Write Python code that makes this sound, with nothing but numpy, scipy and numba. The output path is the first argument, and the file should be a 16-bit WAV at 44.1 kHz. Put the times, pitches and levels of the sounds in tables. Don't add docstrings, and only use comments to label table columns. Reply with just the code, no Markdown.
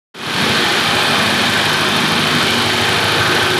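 import sys
import numpy as np
from scipy import signal
from scipy.io import wavfile
from scipy.ndimage import uniform_filter1d
from numba import njit

SR = 44100
rng = np.random.default_rng(int(sys.argv[2]) if len(sys.argv) > 2 else 0)


def dump(signal):
    limited = np.clip(np.atleast_2d(signal).T, -1, 1)
    pcm = np.round(limited * 32767).astype(np.int16)
    wavfile.write(sys.argv[1], SR, pcm)


def gain_from_db(level_db):
    decades = np.asarray(level_db, float) / 20
    return 10 ** decades


N = 158319
START_S = 0.14


def level(x, db):
    return x * gain_from_db(db) / np.sqrt(np.mean(x ** 2))


def track(points):
    at_s, value = np.array(points).T
    return np.interp(np.arange(N) / SR, at_s, value)


@njit
def svf(x, hz, width):
    y = np.empty(len(x))
    band, low = 0., 0.
    g, k = np.tan(np.pi * hz / SR), width / hz
    for i in range(len(x)):
        v = (band + g * (x[i] - low)) / (1 + g * (g + k))
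        band = 2 * v - band
        low += 2 * g * v
        y[i] = k * v
    return y


def svf_twice(x, hz, width):
    return svf(svf(x, hz, width), hz, width)


@njit
def walls(x, lags, gain, damp):
    line, soft, out = np.zeros((8, 8192)), np.zeros(8), np.zeros(len(x))
    for i in range(len(x)):
        total = 0.
        for k in range(8):
            soft[k] += (1 - damp) * (gain[k] * line[k, (i - lags[k]) & 8191] - soft[k])
            total += soft[k]
        out[i] = soft[0] - soft[3] + soft[4] - soft[7]
        for k in range(8):
            line[k, i & 8191] = x[i] + soft[k] - total / 4
    return out


def walk(rate_hz):
    hold = int(SR / rate_hz)
    steps = np.repeat(rng.standard_normal(N // hold + 1), hold)
    return 1.57 * uniform_filter1d(uniform_filter1d(steps, hold), hold)[:N]


def ring(x, body, wander_db, rate_hz, stagger_s=0.):
    out = np.zeros(N)
    for k, (hz, width_hz, db) in enumerate(body):
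        late = np.roll(x, int(k * stagger_s * SR))
        mode = level(svf(late, 1. * hz, 1. * width_hz), db)
        out += (-1) ** k * mode * gain_from_db(wander_db * walk(rate_hz))
    return out


def cycles():
    # t/s, rate/(cycles/s), two crank turns a cycle
    speed = [
        (0, 13.1),
        (.75, 13.07),
        (1.0, 12.91),
        (1.5, 12.82),
        (2.0, 12.89),
        (2.5, 12.99),
        (3.0, 13.02),
        (3.6, 13.04),
    ]
    fires_at_s = 2.117
    count = np.cumsum(track(speed)) / SR
    return count - np.interp(fires_at_s, np.arange(N) / SR, count)


def crank(second_db, scatter_db, jitter_s, late_s=0.):
    turns = 2 * cycles()
    k = np.arange(np.ceil(turns[0]), turns[-1])
    chance = rng.standard_normal((2, len(k)))
    at_s = np.interp(k, turns, np.arange(N) / SR) + late_s + jitter_s * chance[0]
    out = np.zeros(N)
    out[np.clip((at_s * SR).astype(int), 0, N - 1)] = gain_from_db(second_db * (k % 2) + scatter_db * chance[1])
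    return out


def burst(pulses, decay_s, rise_s):
    for s in (decay_s, rise_s):
        pulses = signal.lfilter([1], [1, -np.exp(-1 / (s * SR))], pulses)
    return level(pulses, 0)


def facing():
    return gain_from_db(track([(0, -4), (1.3, 0)]))


def rattle():
    contacts_per_s, spread_db = 2500, -1
    hit = rng.random(N) < contacts_per_s / SR
    return hit * gain_from_db(spread_db * rng.exponential(size=N)) * rng.standard_normal(N)


def shed(struck):
    t60_s, damp, shed_db = .9, .45, -9
    lags = np.array([811, 1033, 1307, 1601, 1879, 2203, 2521, 2843])
    return walls(struck, lags, gain_from_db(-60 * lags / SR / t60_s), damp) * gain_from_db(shed_db) / 2


def roar():
    # f/Hz, level/dB
    roar_curve = [(70, -24), (110, -11), (180, -8),
                  (450, -2), (1400, 0), (4200, -11.5), (5600, -19.5), (9800, -23), (14500, -76)]
    swell_db, flicker_db, roar_db = .3, .7, -18
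    swell = swell_db * walk(1.83)
    source = level(rattle(), -19.0) + level(rng.standard_normal(N), -2.3)
    f_hz, curve_db = np.array(roar_curve).T
    out = np.zeros(N)
    for hz in 70 * 2 ** np.arange(0, 7.8, 1 / 4):
        band = svf_twice(source, hz, hz / 2.5)
        gain_db = np.interp(np.log(hz), np.log(f_hz), curve_db)
        out += gain_from_db(gain_db + swell + flicker_db * walk(9)) * band
    return level(out, roar_db)


def hum():
    orders = (12, 16, 18, 28, 36)
    # t/s, then level/dB of each order
    order_levels = [(.2, -53, -34, -37, -45, -50), (.45, -44, -23, -34, -44, -44),
                    (.7, -42, -33, -39, -45, -34), (.95, -38, -47, -25, -34, -45),
                    (1.2, -44, -24, -30.5, -46, -50), (1.45, -35, -27, -30, -39, -46),
                    (1.7, -34, -37, -39, -38, -42), (1.95, -33, -27.5, -41, -37, -43),
                    (2.2, -30, -26, -32, -44, -55), (2.45, -37, -37, -26, -28, -36),
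                    (2.7, -40, -46, -23, -31, -39), (2.95, -42, -30, -31, -32, -30),
                    (3.2, -39, -33, -33, -28, -30), (3.45, -33, -37, -32, -23, -39.5)]
    flutter_db = .8
    t = np.arange(N) / SR
    at_s, *rows = np.array(order_levels).T
    phase = 2 * np.pi * cycles()
    out = np.zeros(N)
    for k, db in zip(orders, rows):
        gain = gain_from_db(np.interp(t, at_s, db) + flutter_db * walk(8.88))
        out += np.sqrt(2) * gain * np.cos(k * phase)
    return out


def steel():
    # f/Hz, width/Hz, level/dB
    frame_modes = [(636, 170, -3.5), (1105, 140, -2), (1263, 49, -3), (1555, 330, -1), (1775, 88, 0.5),
                   (2120, 176, -4.5), (2330, 154, -0.5), (2487, 107, 0.5), (2760, 220, -3),
                   (3080, 156, 2.5), (3594, 370, 4), (4320, 520, 1)]
    # f/Hz, width/Hz, level/dB
    panel_modes = [(798, 20, -4), (847, 20, -3), (888, 20, -5), (1540, 26, 2), (3263, 40, -4)]
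    # t/s, level/dB
    panel_turn = [
        (.15, -5),
        (.4, 0),
        (1.0, 1),
        (1.7, 0),
        (2.0, -3),
        (2.8, -2),
        (3.1, 3),
        (3.59, 3),
    ]
    frame = level(ring(rattle(), frame_modes, .8, 4.45), -17.5)
    panels = level(ring(rattle(), panel_modes, 1.2, 4.26), -25)
    opening = gain_from_db(track([(START_S, -2), (0.37, 0)]))
    return (frame + panels * gain_from_db(track(panel_turn))) * opening


def valves():
    hz, width_hz, tick_db = 10000., 11000., -37.5
    pulses = crank(second_db=-2.5, scatter_db=1., jitter_s=.001)
    env = burst(pulses, decay_s=.006, rise_s=.0015) * facing()
    return level(svf_twice(env * rng.standard_normal(N), hz, width_hz), tick_db)


def injector():
    hz, width_hz, snap_db = 13500., 5000., -45.5
    pulses = crank(second_db=-5, scatter_db=1., jitter_s=.0008)
    env = burst(pulses, decay_s=.0045, rise_s=.001) * facing()
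    return level(svf_twice(env * rng.standard_normal(N), hz, width_hz), snap_db)


def exhaust():
    # f/Hz, width/Hz, level/dB; narrow modes boom as an engine order drifts onto them
    pipe_modes = [(99, 13.3, 0), (132.4, 5.8, -4.5), (65, 10, -23)]
    # f/Hz, width/Hz, level/dB
    drum_modes = [(147, 21, -9), (182.5, 19, -4), (197.5, 7.3, -9), (226, 20, -4.5), (244.6, 6.3, -1.5)]
    # f/Hz, width/Hz, level/dB
    box_modes = [(281.8, 35, -2.5), (309.5, 5.5, -5.5), (344, 10, -3.5), (371, 7.5, -1), (398, 14.6, -3),
                 (470.4, 27, -3.5)]
    # t/s, level/dB
    thump_drift = [
        (.2, -5),
        (.5, 2),
        (.72, -9),
        (.95, -0.5),
        (1.4, -1),
        (2.3, 0.5),
        (3.0, 0.5),
        (3.59, 0),
    ]
    # t/s, level/dB
    boom_drift = [(.3, 4), (.52, 6.5), (0.749, 1), (1.05, 4.5), (1.348, 4.5), (1.65, -0.5), (2.1, 3.5),
                  (2.42, 9.5), (2.75, -1), (3.1, 2), (3.59, 0.5)]
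    scatter_db, jitter_s, late_s, stagger_s = 1.5, .0002, -.0075, .011
    grind_db, drum_db, exhaust_db = .5, 0.5, -31
    pulses = crank(-9.5, scatter_db, jitter_s, late_s)
    shaken = level(crank(-8, scatter_db, jitter_s, late_s), 0) + gain_from_db(grind_db) * rng.standard_normal(N)
    thump = ring(pulses, pipe_modes, 1.5, 2.34) * gain_from_db(track(thump_drift))
    boom = ring(shaken, drum_modes, 1.2, 4.62, stagger_s) * gain_from_db(drum_db + track(boom_drift))
    box = ring(shaken, box_modes, 1.2, 4.82, stagger_s)
    return gain_from_db(exhaust_db) * (thump + boom + box)


def scene():
    struck = steel() + valves() + exhaust()
    return (struck + shed(struck) + roar() + hum() + injector())[None]


def band_limit(x):
    return signal.sosfilt(signal.butter(12, 15380, fs=SR, output="sos"), x)


def record(dry):
    low_cut_hz, top_hz, clip, hiss_db = 66, 12500, 1.25, -53
    open_s, fade_s, fade_power = .008, 0.28, 1.18
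    x = signal.sosfilt(signal.butter(8, low_cut_hz, "high", fs=SR, output="sos"), dry)
    x = np.tanh(clip * x) / clip
    x = signal.sosfilt(signal.butter(3, top_hz, fs=SR, output="sos"), x)
    x = x + gain_from_db(hiss_db) * np.diff(rng.standard_normal(N + 1))
    since_s = np.arange(N) / SR - START_S
    gate = np.clip(since_s / open_s, 0, 1)
    fade = 0.09 + 0.85 * np.clip(since_s / fade_s, 0, 1) ** fade_power
    return band_limit(x * gate * fade)


dry = scene()
out = record(dry)
dump(out)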